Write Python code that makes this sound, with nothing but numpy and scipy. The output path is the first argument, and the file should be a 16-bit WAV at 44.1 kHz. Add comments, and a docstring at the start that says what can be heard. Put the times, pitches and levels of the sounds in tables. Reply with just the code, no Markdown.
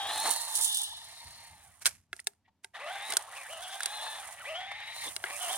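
"""A small radio-controlled truck drives away over gritty asphalt, in a light breeze. Its pinion and axle
gears whine with the motor speed, the gearbox rattles and the tyres crunch sand and fling stones.
Near 1.8 s it skids to a stop; the plastic body clacks and rocks, and the springs ring faintly.
From 2.7 s it comes back in bursts of throttle, the whine rising and falling, the body knocking."""
import sys
import numpy as np
from scipy import signal
from scipy.fft import rfft, irfft
from scipy.io import wavfile
from scipy.ndimage import uniform_filter1d, map_coordinates

SR = 44100
rng = np.random.default_rng(int(sys.argv[2]) if len(sys.argv) > 2 else 0)


def unload_audio(sound):
    """Save the sound as a 16-bit wav file, at the path given as the first command line argument."""
    columns = np.transpose(np.atleast_2d(sound))
    # keep every value between -1 and 1, then stretch to whole-number steps
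    steps = np.round(np.clip(columns, -1, 1) * 32767)
    wavfile.write(sys.argv[1], SR, steps.astype(np.int16))


N = 245857
TIME = np.arange(N) / SR
BINS = np.maximum(np.arange(N // 2 + 1) * SR / N, 1)
FULL_SPEED_HZ = 3850   # the pinion's mesh tone with the truck flat out

# faders of the drive at full speed, as the truck leaves and returns: t/s, gearbox/dB, gear case/dB
DRIVE_LEVELS = [(0, -46, -79), (.3, -45.5, -73), (.48, -51.5, -56), (.74, -57.5, -62), (.9, -61.5, -67),
                (1.08, -61, -61), (1.4, -65, -60), (1.7, -66, -69), (2.75, -46.5, -46.5),
                (2.95, -46.5, -44), (3.1, -50.5, -44.5), (3.2, -46, -66), (3.3, -43.5, -50),
                (3.38, -48.5, -57), (3.46, -50.5, -42.5), (3.6, -51, -71), (3.75, -50, -52.5),
                (4.02, -45.5, -59), (4.3, -49, -52), (4.44, -50.5, -43), (4.56, -48.5, -45.5),
                (4.75, -58, -44), (4.95, -57.5, -48.5), (5.09, -53.5, -46.5), (5.15, -53.5, -66),
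                (5.27, -44.5, -42.5), (5.57, -51.5, -68)]
# bright spectrum of sand and stones: f/Hz, level/dB
GRIT_SPECTRUM = [(1500, -55), (3000, -12.5), (4500, -11.5), (6000, -6), (7500, -4), (8500, -1), (9300, 5),
                 (10200, -0.5), (11500, -8.5), (14000, -12), (16000, -15)]
# broad spectrum of scraping tyres and shivering parts: f/Hz, level/dB
SCRAPE_SPECTRUM = [(300, -17), (900, -8), (1500, -2.5), (2200, 0), (3500, -7.5), (5500, -2), (9300, -0.5),
                   (11500, -4), (16000, -24.5)]


def from_db(db):
    """Decibels to gain."""
    return 10 ** (np.asarray(db) / 20)


def rms_one(x):
    """Scale to unit power."""
    return x / np.sqrt(np.mean(x ** 2) + 1e-20)


def in_time(rows):
    """Each column of an automation curve at every sample."""
    times, *columns = np.transpose(rows)
    return np.array([np.interp(TIME, times, column) for column in columns])


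def per_bin(points):
    """A curve over frequency at every FFT bin, joined on a log axis."""
    hz, value = np.transpose(points)
    return np.interp(np.log(BINS), np.log(hz), value)


def drift(rate_hz):
    """Smooth random modulation of unit power, rolled off above rate_hz."""
    return rms_one(irfft(rfft(rng.standard_normal(N)) / (1 + (BINS / rate_hz) ** 4), N))


def coloured(pair, spectrum):
    """Two unrelated signals become a stereo pair with this spectrum: centred lows, wide highs."""
    # how alike the two channels are: f/Hz, likeness/0-1
    likeness = [(100, 1), (300, 1), (800, 1), (2500, 0.84), (5000, 0.21), (9000, 0.087), (15000, 0.23)]
    skirts = 1 / (1 + (spectrum[0][0] / BINS) ** 3) / (1 + (BINS / spectrum[-1][0] / 1.3) ** 6)
    mid, side = rfft(pair) * from_db(per_bin(spectrum)) * skirts
    alike = np.clip(per_bin(likeness), 0, 1)
    return rms_one(irfft(np.sqrt(1 + alike) * mid + np.sqrt(1 - alike) * side * [[1], [-1]], N))


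def noise(spectrum):
    """Smooth stereo noise of unit power."""
    return coloured(rng.standard_normal((2, N)), spectrum)


def grains(per_s, spread_db):
    """Tiny impacts at random moments, a few far stronger than the rest."""
    born = rng.random(N) < per_s / SR
    sizes = from_db(spread_db * np.minimum(rng.exponential(1, N), 5))
    return rms_one(born * sizes * rng.standard_normal((2, N)))


def bursts(times, levels_db, t60, rise_s=0.00014):
    """An envelope that leaps up at each time and dies away."""
    kicks = np.zeros(N)
    kicks[np.round(times * SR).astype(int)] = from_db(levels_db)
    attack, decay = np.exp(-1 / (rise_s * SR)), from_db(-60 / (t60 * SR))
    return signal.lfilter([1 - attack], np.convolve([1, -attack], [1, -decay]), kicks + 1e-18)


def swells(times, half_widths_s, levels_db):
    """An envelope that rises and falls smoothly around each time."""
    return sum(from_db(db) * np.exp(-((TIME - t) / width) ** 2)
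               for t, width, db in zip(times, half_widths_s, levels_db))


def turning(hz):
    """Phase of something that cycles at this changing rate."""
    return 2 * np.pi * np.cumsum(hz) / SR


def motor(pull_s=0.446, unload_s=.02):
    """Each burst loads the gears, less as the truck gathers speed: gives throttle, torque, axle gain."""
    # bursts of throttle: t/s, length/s, torque/0-1, axle trim/dB
    throttle_bursts = [(-.38, 2.06, 0.61, 7.5), (2.744, 0.38, 0.9, 1), (3.273, 0.26, 0.31, -1),
                       (3.489, 0.28, .55, 2), (3.8, 0.407, 0.33, 3), (4.393, 0.687, 1, 4.5),
                       (5.238, .13, 0.2, 1.5), (5.405, 0.15, 0.84, 2.5)]
    controls = np.zeros((3, N))
    for start, length, torque, axle_db in throttle_bursts:
        first = max(0, int(start * SR))
        age = TIME[first:] - start
        held = np.exp(-np.maximum(age - length, 0) / unload_s)
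        controls[:, first:] = held, held * torque * np.exp(-age / pull_s), held * from_db(axle_db)
    return uniform_filter1d(controls, size=500, axis=1)


def pinion(mesh_hz, torque, teeth=13, flutter_db=4.5, housing_hz=(2700, 4140)):
    """Teeth whine; an eccentric pinion adds sidebands a shaft rate apart, which rough running blurs."""
    # how the teeth run: t/s, lower sideband/dB, upper sideband/dB, roughness/0-1
    meshing = [(0, 3, 0, .55), (.07, 4, -2, .5), (.14, 3, 4, .55), (.25, 0, 5, .45), (.45, -4, 2, .45),
               (.6, 2, -3, .55), (.72, 7, -4, .55), (.92, 5, -4, .65), (1.1, 0, 0, .95), (1.33, -8, 4, .85),
               (1.6, -4, 3, .9), (2.75, -8, -10, .5), (2.92, -13, -14, .38), (3.1, -10, -11, .45),
               (3.3, -3, -3, .9), (3.45, -2, -3, .9), (3.53, -10, 0, .6), (3.65, -3, -2, .75),
               (3.75, -5, -6, .75), (3.93, 4, 4, .4), (4.05, 3, -1, .4), (4.2, 2, -2, .45),
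               (4.45, -8, -9, .45), (4.57, -10, -8, .4), (4.75, -7, -9, .5), (4.95, -5, -8, .55),
               (5.1, -1, -4, .9), (5.57, -3, -7, .65)]
    # spectrum of bouncing teeth: f/Hz, level/dB
    buzz_spectrum = [(2000, -20), (2500, -16.5), (3050, -0.5), (3300, -3), (3600, -1.5), (4150, -2.5),
                     (4700, 1)]
    lower_db, upper_db, rough = in_time(meshing)
    lower, upper = from_db(lower_db), from_db(upper_db)
    outer = from_db(-12) * lower
    phase, tone = turning(mesh_hz), 0
    for offset, gain in zip(range(-3, 2), (outer, outer, lower, 1, upper)):
        blurred = phase * (1 + offset / teeth) + rough * drift(150) + rough ** 3 * drift(40)
        flutter = from_db(flutter_db * rough * (drift(45) - rough))
        tone = tone + gain * flutter * np.sin(blurred)
    tone = rms_one(tone / np.sqrt(1 + lower ** 2 + upper ** 2))
    overtone = np.sin(2 * phase + rough * drift(150))
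    # the overtone sweeps through the band the motor housing radiates best as the motor starts
    housing = signal.sosfilt(signal.butter(3, housing_hz, "band", fs=SR, output="sos"), overtone)
    bounce = from_db(-4.5) * rough * (mesh_hz / FULL_SPEED_HZ) ** 2   # harder at speed
    buzz = bounce * noise(buzz_spectrum)
    return tone + from_db(-22) * overtone + from_db(-2) * torque * housing + buzz


def axle(mesh_hz, slop, ratio=4.41, flutter_db=3, case_hz=585):
    """The slower axle gears growl, sputtering when the teeth run slack: gives fundamental, overtones."""
    wander = 1 + .018 * slop * drift(25)
    steady_hz = uniform_filter1d(mesh_hz, size=2000)   # smoothed by the truck's weight
    phase = turning(wander * steady_hz / ratio)
    sputter = from_db(slop * (2.5 * drift(80) + 3.5 * drift(16)) - 1.5 * slop ** 2)
    fundamental = sputter * np.sin(phase + .7 * slop * drift(81))
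    second, third = [from_db(flutter_db * drift(70)) * np.sin(k * phase + slop * np.sqrt(k) * drift(73))
                     for k in (2, 3)]
    overtones = second + from_db(-5) * third
    low_cut = signal.butter(7, case_hz, "high", fs=SR, output="sos")   # the small case holds back lows
    return rms_one(signal.sosfilt(low_cut, fundamental)), rms_one(signal.sosfilt(low_cut, overtones))


def gearbox(mesh_hz, chatter_db=2.0):
    """Teeth slap through their backlash, more often at speed and in uneven clumps."""
    # spectrum of the slaps: f/Hz, level/dB
    rattle_spectrum = [(350, -24), (520, -8), (720, 4.5), (950, -1), (1200, 1), (1450, -8), (1750, -1.5),
                       (2100, -8), (2400, -12), (3000, -7), (4100, -9), (4900, -17.5), (7000, -19.5)]
    slaps = grains(mesh_hz * 1.4, spread_db=2.0) / np.sqrt(mesh_hz)
    return coloured(slaps * from_db(chatter_db * drift(28)), rattle_spectrum)


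def gear_case(mesh_hz, ring_hz=1897, rise_hz=188.3, ring_db=-3, chatter_db=2.5):
    """The case rasps in a broad band, with a narrow ring that creeps up with the speed."""
    # resonances of the case: f/Hz, level/dB
    case_spectrum = [(1650, -14.5), (1850, 1.5), (2080, -13), (2250, -2.5), (2450, -9)]
    phase = turning(ring_hz + rise_hz * mesh_hz / FULL_SPEED_HZ)
    ring = rms_one(drift(45) * np.cos(phase) + drift(45) * np.sin(phase))
    rasp = noise(case_spectrum) + from_db(ring_db) * ring
    return rms_one(rasp * from_db(chatter_db * drift(33)))


def drive_train(speed_hz, pace, jolt_rattle, floor_hz=552, coasting_db=-13):
    """Pinion whine, axle growl, gearbox rattle and the ring of the case, led by speed and torque."""
    # fader of the pinion at full speed: t/s, level/dB
    whine_levels = [(0, -35), (.3, -34.5), (.48, -42), (.74, -33), (.9, -40.5), (1.08, -47.5), (1.4, -52),
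                    (1.7, -70.5), (2.75, -41.5), (2.95, -47.5), (3.12, -39.5), (3.3, -42.5), (3.6, -45.5),
                    (3.8, -42.5), (4.02, -39), (4.3, -49.5), (4.44, -38.5), (4.6, -41), (4.75, -48),
                    (4.95, -44), (5.09, -36), (5.15, -45), (5.27, -41.5), (5.57, -33.5)]
    # brief swells of the whine, mostly where the motor speed turns or falls: t/s, half width/s, boost/dB
    whine_swells = [(.78, .13, 4), (2.757, .012, 6), (2.88, .012, 3), (2.95, .02, 3), (3.285, .012, 10),
                    (3.337, .02, 2), (3.372, .014, 6), (3.415, .01, 4), (3.46, .018, 7), (3.525, .02, 6),
                    (3.645, .018, 8), (3.735, .018, 8), (4.25, .012, 10), (4.41, .01, 3), (4.495, .018, 6),
                    (4.565, .016, 7)]
    # the gears knock through their backlash as the stopped truck rocks: t/s, half width/s, level/dB
    rocks = [(2.195, 0.0026, -47), (2.461, 0.012, -71)]
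    throttle, torque, axle_gain = motor()
    mesh_hz = np.maximum(speed_hz * (1 + .007 * drift(22)), floor_hz)   # bumps make the speed waver
    slop = 1.15 * np.exp(-torque)   # torque presses the teeth together, so they run true
    gearbox_gain, case_gain = pace * from_db(in_time(DRIVE_LEVELS))
    swell_db = sum(db * np.exp(-((TIME - t) / width) ** 2) for t, width, db in whine_swells)
    whine_db = in_time(whine_levels)[0] + swell_db + coasting_db * (1 - throttle) - 4.5
    fundamental, overtones = axle(mesh_hz, slop)
    growl = axle_gain * from_db(-9 + 16 * torque) * fundamental + from_db(-6 + 6 * torque) * overtones
    whine = pace * from_db(whine_db) * pinion(mesh_hz, torque)
    rattle = (from_db(1.5) * gearbox_gain + jolt_rattle) * gearbox(np.maximum(mesh_hz, FULL_SPEED_HZ / 2))
    rasp = (case_gain + from_db(-6) * jolt_rattle + swells(*np.transpose(rocks))) * gear_case(mesh_hz)
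    return whine + rattle + gearbox_gain * growl + rasp


def chassis(pace, jolt_shake, rolling_db=-24, jolt_db=5):
    """Loose parts shake a little all the time the truck rolls, and hard at each jolt."""
    # low resonances of the chassis: f/Hz, level/dB
    chassis_spectrum = [(150, -39), (220, -2), (280, -1), (390, -1), (470, 3), (580, -4), (800, -8.5),
                        (1150, 6), (1400, -12)]
    rolling = pace * from_db(in_time(DRIVE_LEVELS)[0] + rolling_db)
    loose_parts = coloured(grains(per_s=1300, spread_db=2.2), chassis_spectrum)
    return (rolling + from_db(jolt_db) * jolt_shake) * loose_parts


def tyres(pace, jolt_rattle, jolt_db=-12, clump_db=1.7):
    """Sand crunches under the tread; harder scrubbing loosens more grains."""
    # how hard the tyres scrub at full speed: t/s, level/dB
    scrub_levels = [(0, -51), (.29, -32.5), (.47, -40.5), (.54, -36), (.57, -29), (.66, -28.5),
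                    (.72, -34.5), (.83, -36.5), (.94, -52.5), (1.3, -55.5), (1.62, -59.5), (1.8, -59.5),
                    (2.75, -58.5), (3.1, -46.5), (4, -47.5), (4.45, -45.5), (4.67, -67), (4.9, -57.5),
                    (5.02, -42.5), (5.2, -44), (5.45, -36.5), (5.57, -34.5)]
    scrub = pace * (from_db(in_time(scrub_levels)[0]) + from_db(jolt_db) * jolt_rattle) + 1e-9
    scrub_db = 20 * np.log10(scrub)
    per_s = np.clip(8000 * from_db(0.18 * (scrub_db + 49)), 500, SR)
    clumps = from_db(clump_db * drift(43))
    sand = grains(per_s, spread_db=3.0) / np.sqrt(per_s) * clumps
    return scrub * coloured(sand, GRIT_SPECTRUM)


def placed(truck):
    """The sound reaches the two microphone ports at slightly different times as the truck moves."""
    # direction of the truck: t/s, lag of the left channel/samples
    bearing = [(0, -3.5), (.3, 2.5), (.75, 6.5), (1.1, 4), (1.7, 3), (2.7, 1.5), (4.2, 2.5), (5.57, 3.5)]
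    lag, = in_time(bearing)
    left = map_coordinates(truck[0], [np.arange(N) - lag], order=3)
    return np.array([left, truck[1]])


def echoes(truck, t60=0.2, wet_db=-22.5):
    """Ground and trees scatter back a faint, dull wash, different on each side."""
    # colour of the wash: f/Hz, level/dB
    echo_spectrum = [(200, 4), (900, 12), (2000, -8), (4000, -15), (9000, -6.5), (15000, -0.5)]
    wash = irfft(rfft(rng.standard_normal((2, N))) * from_db(per_bin(echo_spectrum)), N)[:, :SR // 2]
    decay = from_db(-60 * TIME[:SR // 2] / t60)
    response = wash * decay / np.sqrt(np.sum(decay ** 2))
    return from_db(wet_db) * signal.fftconvolve(truck, response, axes=1)[:, :N]


def outdoors(gust_db=3.0, width_db=-7, air_db=-80.5):
    """A light breeze rumbles, partly different on each side, over faint distant hiss."""
    # spectrum of the breeze: f/Hz, level/dB
    breeze_spectrum = [(20, -15), (40, -15), (60, -3), (85, 3), (130, -4), (200, -12), (400, -25)]
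    # fader of its rumble: t/s, level/dB
    rumble_levels = [(0.0, -76), (0.06, -72), (0.53, -79), (1.09, -70), (1.21, -82), (1.27, -62),
                     (1.35, -71.5), (1.64, -71.5), (2.0, -66), (2.05, -77.5), (2.13, -66.5), (2.25, -83.5),
                     (4.96, -72), (5.0, -68), (5.03, -65), (5.57, -79.5)]
    # spectrum of the distant ambience: f/Hz, level/dB
    air_spectrum = [(15, -52), (25, -17), (84, -1.5), (161, -8.5), (236, -1.5), (427, -17), (911, -13),
                    (1100, -19.5), (2480, -23.5), (4370, -25.5), (16000, -37.5)]
    wide = np.array([noise(breeze_spectrum)[0], noise(breeze_spectrum)[1]])
    gusts = from_db(in_time(rumble_levels) + gust_db * drift(9))
    rumble = gusts * (noise(breeze_spectrum) + from_db(width_db) * wide)
    return rumble + from_db(air_db) * noise(air_spectrum)


def stones(trim_db=7, t60=0.036):
    """A flung stone scatters into a short bright spray."""
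    # stones thrown by the tyres: t/s, level/dB
    throws = [(0.2853, -51), (0.305, -29), (0.31, -30), (0.315, -46), (0.5532, -28.5), (0.558, -31.5),
              (0.645, -24.5), (0.65, -39), (0.6818, -49), (0.7458, -30), (0.7708, -30), (0.816, -33),
              (0.833, -36), (2.243, -64), (3.103, -36), (3.209, -52), (3.2237, -48), (4.2724, -52),
              (4.2886, -61), (4.325, -46.5), (5.43, -42)]
    times, levels_db = np.transpose(throws)
    return bursts(times, levels_db + trim_db, t60) * noise(GRIT_SPECTRUM)


def knocks(pivot_hz=2180, shell_hz=300):
    """Each knock is a sharp crack, a brief ring of the plastic shell and a faint shiver of loose parts."""
    # hits on body and suspension:
    # t/s, thump/dB, clack/dB, crack/dB, shell's left minus right/dB, clack tilt/(dB per octave)
    hits = [(1.82, -59, -54.5, -47, -7, -9.5), (1.8574, -54, -22.5, -21.5, 4, -0.5),
            (1.8637, -64, -31, -22.5, -22, -0.5), (1.8684, -64, -31, -33, -7, 5),
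            (1.8726, -44, -30, -32.5, 6, -6), (2.13, -41.5, -29, -49.5, -2, -7),
            (2.165, -64, -67, -52.5, 9, 2), (2.194, -63, -54, -55.5, 3, -1), (2.2, -65, -69, -46, 1, 1),
            (2.2706, -39, -30.5, -27, 5, 5), (2.334, -78.5, -71.5, -72, 0, -15),
            (2.645, -49.5, -40.5, -44.5, -4, 2), (3.1223, -50.5, -34.5, -32.5, 8, -5),
            (3.136, -36.5, -53, -34, -1, -7), (3.1687, -37, -38, -19.5, 2.5, -28),
            (3.8058, -71, -38.5, -39, -2, -26.5), (3.8326, -60, -42, -34, 10, -2),
            (3.8583, -48, -36, -27.5, 15.5, 3), (5.1639, -44, -32.5, -35.5, 6.5, 5.5),
            (5.2402, -34, -28, -55, 4, -11)]
    # modes of the plastic shell: f/Hz, level/dB, t60/s
    shell_modes = [(385, -9, .055), (690, -3, .032), (900, -6, .022), (1440, -3, .022), (1630, -2, .024),
                   (2100, 0, .018), (2720, 0, .018), (3340, 1, .015), (3900, -1, .013), (4800, -5, .012)]
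    # spectrum of the crack: f/Hz, level/dB
    crack_spectrum = [(900, -22), (2500, -12), (4500, 1), (7000, -2), (9200, 9), (11000, -6),
                      (16000, -16.5)]
    times, thump_db, clack_db, crack_db, pan_db, tilt = np.transpose(hits)
    hz, mode_db, t60 = np.transpose(shell_modes)
    age = np.arange(6000) / SR
    decay = from_db(-60 * np.outer(age, 1 / t60))
    cracks = bursts(times, crack_db + 9, t60=0.018) * noise(crack_spectrum)
    shiver = bursts(times, clack_db - 24, t60=0.082) * noise(SCRAPE_SPECTRUM)
    mix = cracks + shiver
    for k, start in enumerate(np.round(times * SR).astype(int)):
        # the soft shell flexes, so every point of contact rings a little differently
        detune, scatter_db = rng.normal(0, [[.025], [2.5]], (2, len(hz)))
        tilted_db = clack_db[k] - 1 + tilt[k] * np.log2(hz / pivot_hz)
        force_db = np.where(hz < 1000, thump_db[k] + 3, tilted_db) + mode_db + scatter_db
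        modes = np.cos(2 * np.pi * np.outer(age, hz * (1 + detune))) * decay
        shell = modes @ (from_db(force_db) * rng.choice([-1, 1], len(hz)))
        mix[:, start:start + len(age)] += shell * from_db(pan_db[k] * np.array([[.5], [-.5]]))
    low_cut = signal.butter(3, shell_hz, "high", fs=SR, output="sos")   # a small shell gives no bass
    return signal.sosfilt(low_cut, mix)


def skid(tail_db=-13, tail_t60=0.27):
    """Locked tyres scrape and sand trickles after; the same grainy noise leads into some knocks."""
    # skid scrapes, and brief noise swells that soften the start of a knock: t/s, half width/s, level/dB
    noise_swells = [(1.823, 0.011, -48.5), (1.851, 0.0017, -45.5), (1.869, 0.013, -30.5),
                    (2.179, 0.039, -62.5), (2.269, 0.0043, -52), (2.643, 0.0065, -55)]
    times, widths, levels_db = np.transpose(noise_swells)
    envelope = swells(times, widths, levels_db) + bursts(times, levels_db + tail_db, tail_t60)
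    return envelope * coloured(grains(per_s=8800, spread_db=3.5), SCRAPE_SPECTRUM)


def springs(ring_hz=890, t60=0.085):
    """A suspension spring rings faintly as the truck rocks."""
    # the spring lets go: t/s, level/dB
    twangs = [(2.48, -62), (2.649, -60)]
    times, levels_db = np.transpose(twangs)
    return bursts(times, levels_db, t60) * np.sin(2 * np.pi * ring_hz * TIME)


def scene():
    """Drive train, tyres and knocks over a quiet outdoor bed."""
    # motor speed, as the pinion's mesh tone: t/s, f/Hz
    motor_speed = [(0, 3600), (.055, 3450), (.13, 3880), (.21, 3880), (.29, 3970), (.35, 4110), (.45, 4100),
                   (.5, 3970), (.62, 3900), (.74, 3790), (.86, 3850), (1.05, 3900), (1.3, 4130),
                   (1.5, 4020), (1.58, 3780), (1.68, 3600), (1.9, 0), (2.737, 0), (2.748, 1750),
                   (2.757, 1900), (2.782, 1250), (2.812, 2620), (2.84, 2520), (2.89, 3020), (2.925, 3500),
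                   (2.96, 3640), (2.995, 3470), (3.075, 3850), (3.125, 3830), (3.2, 1900), (3.26, 800),
                   (3.288, 1250), (3.305, 850), (3.34, 1850), (3.37, 2680), (3.395, 2380), (3.42, 2520),
                   (3.455, 1720), (3.475, 1750), (3.515, 2980), (3.6, 2760), (3.63, 3520), (3.66, 3060),
                   (3.72, 3560), (3.745, 3300), (3.82, 3720), (3.89, 3640), (3.93, 3850), (3.99, 3730),
                   (4.05, 3900), (4.19, 3770), (4.25, 2950), (4.385, 1000), (4.41, 1550), (4.437, 1050),
                   (4.465, 2300), (4.5, 2870), (4.53, 2680), (4.57, 3170), (4.62, 3360), (4.64, 3290),
                   (4.68, 3550), (4.78, 3780), (4.81, 3690), (4.87, 3880), (4.89, 3820), (4.94, 4030),
                   (5.03, 4080), (5.095, 3550), (5.15, 1700), (5.22, 900), (5.275, 2350), (5.297, 2170),
                   (5.325, 2650), (5.365, 2480), (5.41, 3250), (5.485, 2900), (5.515, 3450), (5.535, 3330),
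                   (5.57, 3600)]
    # jolts over rough ground, and one small twitch of the standing truck near 2.49 s: t/s, half width/s,
    # chassis shake/dB, gearbox rattle/dB
    jolts = [(0.118, 0.13, -61, -46), (0.275, 0.04, -50, -41), (0.594, 0.013, -61.5, -52),
             (2.487, 0.01, -88.5, -71.5), (3.114, 0.029, -60, -47), (4.607, 0.0017, -90, -55),
             (4.719, .005, -80, -49.5), (4.803, .004, -72, -51.5), (4.875, 0.0034, -75, -54.5),
             (4.965, 0.0023, -76, -46), (5.041, 0.0088, -68, -53), (5.074, 0.015, -51.5, -58),
             (5.305, 0.0041, -64, -41), (5.434, 0.014, -80, -43), (5.515, 0.04, -63, -44)]
    speed_hz = np.maximum(uniform_filter1d(in_time(motor_speed)[0], size=400), 0)
    pace = (speed_hz / FULL_SPEED_HZ) ** 0.86   # gain that grows with speed
    times, widths, shake_db, rattle_db = np.transpose(jolts)
    jolt_shake, jolt_rattle = swells(times, widths, shake_db), swells(times, widths, rattle_db)
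    ground = tyres(pace, jolt_rattle) + skid() + stones()
    drive = drive_train(speed_hz, pace, jolt_rattle)
    truck = drive + chassis(pace, jolt_shake) + ground + knocks() + springs()
    return placed(truck) + echoes(truck) + outdoors()


def record(dry, cutoff_hz=16100):
    """The right microphone port is much brighter than the left; the top is cut."""
    # balance of the ports: f/Hz, left minus right/dB
    port_balance = [(100, 0), (700, 0.4), (1400, 0), (2800, 2), (4200, 3.5), (5500, 0), (7000, 1),
                    (9000, -15), (11000, -12), (15000, 1.5)]
    gains = from_db(per_bin(port_balance) * [[.5], [-.5]])
    heard = irfft(rfft(dry) * gains / np.sqrt(np.mean(gains ** 2, axis=0)), N)
    return signal.sosfilt(signal.ellip(10, .2, 70, cutoff_hz, fs=SR, output="sos"), heard)


dry = scene()
out = record(dry)
unload_audio(out)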